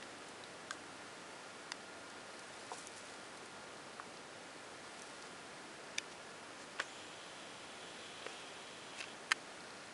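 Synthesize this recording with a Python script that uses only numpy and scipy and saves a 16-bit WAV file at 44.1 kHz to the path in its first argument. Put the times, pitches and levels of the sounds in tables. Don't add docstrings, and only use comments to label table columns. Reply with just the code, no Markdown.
import sys
import numpy as np
from scipy import signal
from scipy.fft import rfft, irfft, next_fast_len
from scipy.io import wavfile
from scipy.ndimage import uniform_filter1d, map_coordinates

SR = 44100
rng = np.random.default_rng(int(sys.argv[2]) if len(sys.argv) > 2 else 0)


def master_out(mix):
    frames = np.transpose(np.atleast_2d(mix))
    ceiling = np.clip(frames, -1, 1)
    pcm = np.round(ceiling * 32767).astype(np.int16)
    wavfile.write(sys.argv[1], SR, pcm)


N = 437913
LAND_S, LIFT_S = 6.8, 9.15


def amp(db):
    return 10 ** (np.asarray(db) / 20)


def unit(x):
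    return x / np.sqrt(np.mean(x ** 2) + 1e-20)


def wobble(rate):
    return map_coordinates(rng.standard_normal(int(N * rate / SR) + 4), [np.arange(N) * rate / SR])


def filtered(x, response):
    size = next_fast_len(len(x) + 8192)
    return irfft(rfft(x, size) * response(np.fft.rfftfreq(size, 1 / SR)), size)[:len(x)]


def coloured(x, points):
    points_hz, db = np.transpose(points)
    return unit(filtered(x, lambda hz: amp(np.interp(np.log(hz + 1), np.log(points_hz), db))))


def resonate(x, modes):
    def response(hz):
        return sum((-1) ** k * amp(db) * 1j * hz * width / (pitch ** 2 - hz ** 2 + 1j * hz * width)
                   for k, (pitch, width, db) in enumerate(modes))
    return filtered(x, response)


def band(x, low_hz, high_hz):
    edges = np.clip([low_hz, max(high_hz, low_hz * 1.1)], 20, SR * .48)
    return signal.sosfilt(signal.butter(2, edges, "band", fs=SR, output="sos"), x)


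def no_bass(x, cut_hz):
    return signal.sosfilt(signal.butter(2, cut_hz, "high", fs=SR, output="sos"), x)


def grains(rate, spread_db):
    happens = rng.random(N) < rate / SR
    return happens * rng.standard_normal(N) * amp(spread_db * rng.standard_normal(N))


def burst(fade, smooth_hz=300):
    spectrum = rfft(fade * rng.standard_normal(len(fade)), 2 * len(fade))
    power = uniform_filter1d(abs(spectrum) ** 2, max(1, round(smooth_hz * 2 * len(fade) / SR)))
    return irfft(spectrum / np.sqrt(abs(power) + 1e-12))[:len(fade)] * fade ** 0.2


def swells(rows):
    t = np.arange(N) / SR
    return sum(amp(db) * np.exp(-.5 * np.minimum(((t - s) / half) ** 2, 100)) for s, db, half in rows)


def room(rumble_db=-55.5, hiss_db=-55.0, drift_db=.25):
    # frequency in Hz, relative level in dB.
    rumble_tone = [(20, -26), (40, -22), (75, -13.5), (120, -7.5), (180, -3), (300, -0.5), (520, 0.5),
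                   (720, -0.24), (950, -3), (1300, -8.5), (2200, -33)]
    hiss_tone = [(500, -26.5), (900, -7.5), (1100, -2.5), (1330, -0.5), (1520, -1), (1750, -0.5),
                 (2100, -3), (3000, -5.5), (3800, -8), (4900, -9), (5700, -10.5), (7000, -12.5),
                 (8500, -13), (11000, -17.5)]
    rumble = coloured(rng.standard_normal(N), rumble_tone) * amp(rumble_db + drift_db * wobble(2.88))
    hiss = coloured(rng.standard_normal(N), hiss_tone) * amp(hiss_db + drift_db * wobble(2.1))
    return rumble + hiss


def fan(speed_spread=0.00205, waver_db=2.5, start_gain_db=2.1, fade_db_per_s=0.27):
    # pitch in Hz, relative level in dB.
    tones = [(99, -83), (296, -76), (1238, -77.5), (1413, -68.5), (1678, -76), (1766, -77.5), (1942, -82)]
    motor_time = np.cumsum(1 + speed_spread * wobble(8)) / SR
    whine = sum(np.sqrt(2) * amp(db + waver_db * wobble(5)) * np.sin(2 * np.pi * hz * motor_time)
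                for hz, db in tones)
    return whine * amp(start_gain_db - fade_db_per_s * np.arange(N) / SR)


def focus(steps_per_s=30, first_s=0.0058, idle_db=-56.5, scatter_db=3.5):
    # start in seconds, end in seconds, typical peak of a step in dB.
    hunts = [(1.95, 2.4, -55), (4.05, 4.6, -53), (9.5, 9.93, -49.5)]
    # pitch in Hz, width in Hz, relative level in dB.
    mount_modes = [(4130, 140, -2.5), (4940, 450, -6)]
    times = np.arange(first_s, N / SR - .01, 1 / steps_per_s)
    hunting = [(times > start) & (times < end) for start, end, _ in hunts]
    level_db = np.select(hunting, [db for _, _, db in hunts], idle_db)
    steps = np.zeros(N)
    steps[(times * SR).astype(int)] = amp(level_db + scatter_db * rng.standard_normal(len(times)))
    tick = resonate(signal.unit_impulse(SR // 20), mount_modes)
    return signal.fftconvolve(steps, tick / abs(tick).max())[:N]


def clicks(direct=0.33, rise_s=0.00016, overtone_ratio=1.39, overtone_db=-25, rebound_db=-10.5):
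    # start in seconds, ring pitch in Hz, ring level in dB, crack level in dB,
    # the crack's low and high edges in Hz.
    touches = [ (0.0252, 2000, -44, -40, 1310, 6000), (0.438, 3870, -36, -45, 3000, 10000),
               (2.871, 6100, -34, -34.5, 6500, 11500), (3.9985, 1200, -28.5, -41, 1100, 1500),
               (5.0203, 6100, -36, -38, 6000, 11500), (5.2245, 4700, -48, -41, 4000, 7000),
               (6.7885, 2700, -37, -42, 1810, 3800), (6.7954, 1070, -32.5, -36, 800, 2600),
               (8.2235, 3100, -42, -45, 2500, 4500), (8.264, 487, -32.5, -35.5, 760, 2700),
               (9.0044, 2620, -32, -39, 900, 9000), (9.01, 2600, -30, -36, 1000, 7000),
               (9.0248, 2600, -48, -39, 1090, 6000), (9.04, 2600, -34, -41, 900, 5500)]
    # pitch in Hz, width in Hz, relative level in dB.
    shell_modes = [(480, 860, -9), (1220, 400, 6.5), (1830, 430, 6.5), (2300, 520, 7), (3100, 710, 3),
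                   (3900, 120, 6), (4550, 650, -1), (6500, 1100, 1.5), (10300, 920, -7)]
    t = np.arange(SR // 10) / SR
    rise = 1 - np.exp(-t / rise_s)
    out = np.zeros(N + SR)
    for start, ring_hz, ring_db, crack_db, low_hz, high_hz in touches:
        ring_t60 = 0.016 * (1000 / ring_hz) ** 0.49
        crack_t60 = 0.016 * (1000 / low_hz) ** 0.61
        phase = 2 * np.pi * ring_hz * t
        ring = np.sin(phase) + amp(overtone_db) * np.sin(overtone_ratio * phase)
        out[round(start * SR):][:len(t)] += rise * amp(ring_db - 60 * t / ring_t60) * ring
        fade = rise * amp(-60 * t / crack_t60)
        rebound_s = start + 0.24 * crack_t60
        for at, db in [(start, crack_db), (rebound_s, crack_db + rebound_db)]:
            slips = burst(fade)
            crack = band(direct * slips + resonate(slips, shell_modes), low_hz, high_hz)
            crack *= np.linalg.norm(fade) / np.linalg.norm(crack)
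            out[round(at * SR):][:len(t)] += crack * amp(db)
    return no_bass(out[:N], cut_hz=220)


def walls(x, echo_db=-21.0, t60=0.05):
    t = np.arange(SR // 2) / SR
    tail = band(rng.standard_normal(len(t)), 400, 6200) * amp(-60 * t / t60)
    return amp(echo_db) * signal.fftconvolve(x, tail / np.linalg.norm(tail))[:N]


def brief_hisses(band_ratio=1.6):
    # middle in seconds, level in dB, half length in seconds, centre in Hz.
    hisses = [(.288, -53, .002, 7500), (.728, -56, 0.011, 6000), (2.102, -57, .002, 5000),
              (2.395, -51, .002, 6000), (2.54, -57, .003, 5000), (2.735, -57.5, .022, 6200),
              (2.787, -51, .01, 6800), (2.8125, -51.5, .003, 6500), (2.98, -55, 0.013, 7000),
              (3.375, -54.5, .002, 7000), (3.459, -53, .0018, 6000), (4.995, -56, .003, 6000),
              (5.263, -61, .011, 5500), (6.123, -55.5, .007, 4200), (6.618, -59, .025, 4500)]
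    slips = grains(rate=8800, spread_db=5.5)
    return sum(unit(band(slips, hz / band_ratio, hz * band_ratio)) * swells([(middle, db, half)])
               for middle, db, half, hz in hisses)


def snaps(noise_t60=0.0097, noise_band_hz=(750, 9500)):
    # start in seconds, spot,
    # gain in dB, rise time in seconds, extra gain for the noise in dB.
    breaks = [ (0.7084, 'hollow', -29, .0006, -1), (1.7191, 'dry', -27, .00012, -10),
              (1.7205, 'dry', -28.1, .0013, -2), (2.7162, 'low', -16, .0031, -23),
              (2.7258, 'low', -29, .0017, -11), (2.7316, 'low', -20, .0055, -14),
              (5.9792, 'bright', -24.1, .0045, -11), (5.98217, 'bright', -35.5, 0.0002, 5),
              (5.98395, 'bright', -17, 0.00062, -11), (5.9855, 'bright', -28, .0015, -15),
              (6.80025, 'dull', -22, .0001, -15), (6.80372, 'dull', -25, .0011, -19),
              (9.3106, 'sharp', -30.5, .0002, -4), (9.3175, 'sharp', -10, 0.00066, -11.5),
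              (9.32137, 'sharp', -21.5, .00025, -2), (9.3246, 'sharp', -24.5, .0006, -11)]
    # pitch in Hz, relative level in dB, seconds to fade by 60 dB.
    hollow = [(1190, -2, .018), (1570, -3.5, .032), (3280, 1.5, 0.007), (4170, -5, 0.0096),
              (4900, -8, 0.0098), (5550, -5, 0.0087), (6822, 1, 0.0061), (8034, -8, .009)]
    dry = [(1030, -8, 0.027), (1544, -4, .004), (1862, -2.5, 0.013), (2350, -9, 0.0057), (2718, -7, .0085),
           (2937, -12, 0.011), (3556, -4, .0065), (4570, -3.5, .012), (5016, -0.5, 0.0046),
           (6025, -4.5, 0.0039), (7226, -9, .0047), (10316, -14, .006)]
    low = [(480, -18.5, 0.044), (738, -19.5, 0.047), (964, -3, .0116), (1440, -21, .022)]
    bright = [(1756, -5, 0.0072), (1730, -19.4, 0.0259), (2360, 0.7, 0.0077), (2520, -37, 0.0994),
              (3004, -28, 0.0765), (3558, -6.5, 0.0123), (4858, -2.7, 0.0077), (5595, -16.6, 0.0103),
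              (5950, 6.7, 0.0029), (7184, -7, 0.0034), (8549, -13.9, 0.0041), (11100, -6, 0.0032)]
    dull = [(417, -14, 0.017), (805, -8, .0038), (1195, -10, 0.017), (1550, -3.5, .015), (1900, -4, 0.012),
            (2420, -18, .09), (2778, -11, .012), (3330, -6.5, 0.0084), (4300, -9, 0.0036),
            (5400, -9.5, .005), (7375, -9, .0025)]
    sharp = [(400, -27, 0.016), (930, -25, 0.011), (1290, -6, 0.0083), (1510, -17, .026), (1702, 2, .0062),
             (2170, -5.7, .0067), (2465, -12, 0.015), (3050, -6, 0.0076), (4000, -17.5, 0.018),
             (4497, -13, .011), (5000, -11, .008), (6350, -13, .009), (6930, -18, 0.0056),
             (10400, -16.5, .005)]
    spots = dict(hollow=hollow, dry=dry, low=low, bright=bright, dull=dull, sharp=sharp)
    t = np.arange(SR // 10) / SR
    out = np.zeros(N + SR)
    for start, spot, db, rise_s, noise_db in breaks:
        ring = sum((-1) ** k * amp(level - 60 * t / t60) * np.sin(2 * np.pi * hz * t)
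                   for k, (hz, level, t60) in enumerate(spots[spot]))
        fade = amp(noise_db - 60 * t / noise_t60)
        noise = fade * band(rng.standard_normal(len(t)), *noise_band_hz)
        out[round(start * SR):][:len(t)] += amp(db) * (1 - np.exp(-t / rise_s)) * (ring + noise)
    return no_bass(out[:N], cut_hz=240)


def bedding(clump_db=2.0):
    # frequency in Hz, relative level in dB.
    fibre_tone = [(800, -22), (2000, -2), (3500, 3.5), (6000, 0.5), (10000, 0), (11000, -13)]
    # middle in seconds, level in dB, half length in seconds.
    moves = [(2.85, -59.5, 0.29), (5.02, -63, 0.22)]
    fibres = coloured(grains(rate=2500, spread_db=3.5), fibre_tone)
    return unit(fibres * amp(clump_db * wobble(60))) * swells(moves)


def thud(level_db=-40.5, t60=0.13):
    since = np.arange(N) / SR - LAND_S
    fade = (since > 0) * amp(level_db - 60 * abs(since) / t60)
    return fade * unit(band(rng.standard_normal(N), low_hz=300, high_hz=2600))


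def fingertip(grip_s=0.015, let_go_s=0.054, squeak_db=-57, relax_db_per_s=48, slide_db=-59):
    # time in seconds, pitch in Hz.
    glide = [(6.805, 6200), (6.823, 7800), (6.853, 6260), (6.9, 7140)]
    # pitch in Hz, width in Hz, relative level in dB.
    case_modes = [(2450, 410, -7), (3055, 150, -1.5), (3340, 170, -1.5), (4010, 260, -8), (4900, 500, -15),
                  (6140, 430, -14.5), (7200, 280, -14.5), (10000, 740, -19)]
    t = np.arange(N) / SR
    since = np.maximum(t - LAND_S, 0)
    contact = np.clip(since / grip_s, 0, 1) * np.clip((LIFT_S - t) / let_go_s + .5, 0, 1)
    rub = unit(resonate(grains(rate=7000, spread_db=1.0), case_modes))
    rub = map_coordinates(rub, [np.cumsum(1 + .012 * wobble(4))])
    squeak_hz = np.interp(t, *np.transpose(glide)) + 350 * wobble(2000)
    squeak = np.sin(2 * np.pi * np.cumsum(squeak_hz) / SR) * amp(squeak_db - relax_db_per_s * since)
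    press_db = 1.9 * np.exp(-.5 * ((t - 8.15) / 0.21) ** 2)
    get_going = 1 - np.exp(-since / 0.05)
    slide = rub * amp(slide_db + press_db) * get_going
    uneven_db = 0.5 * wobble(25)
    return contact * (slide + squeak) * amp(uneven_db)


def drags(ring_hz=2620, ring_width_hz=200, ring_db=-2):
    # peak time in seconds, level in dB, rise and fall times in seconds.
    catches = [(6.819, -50, .008, 0.011), (8.29, -55.5, .045, .17), (9.003, -45.5, .022, .006)]
    t = np.arange(N) / SR
    force = sum(amp(db) * np.exp(-np.maximum((peak - t) / rise, (t - peak) / fall).clip(0, 20))
                for peak, db, rise, fall in catches)
    slips = grains(rate=14000, spread_db=4)
    scrape = unit(band(slips, low_hz=600, high_hz=8000))
    ring = unit(resonate(slips, [(ring_hz, ring_width_hz, 0)]))
    return force * unit(scrape + amp(ring_db) * ring)


def scene():
    plastic = snaps() + clicks()
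    finger = thud() + fingertip() + drags()
    mix = room() + fan() + plastic + walls(plastic) + bedding() + brief_hisses() + finger + focus()
    return mix[None]


def record(dry):
    def treble_cut(hz, limit_hz=11130, edge_width_hz=200):
        return np.clip((limit_hz - hz) / edge_width_hz + .5, 0, 1)
    return np.array([filtered(channel, treble_cut) for channel in dry])


dry = scene()
out = record(dry)
master_out(out)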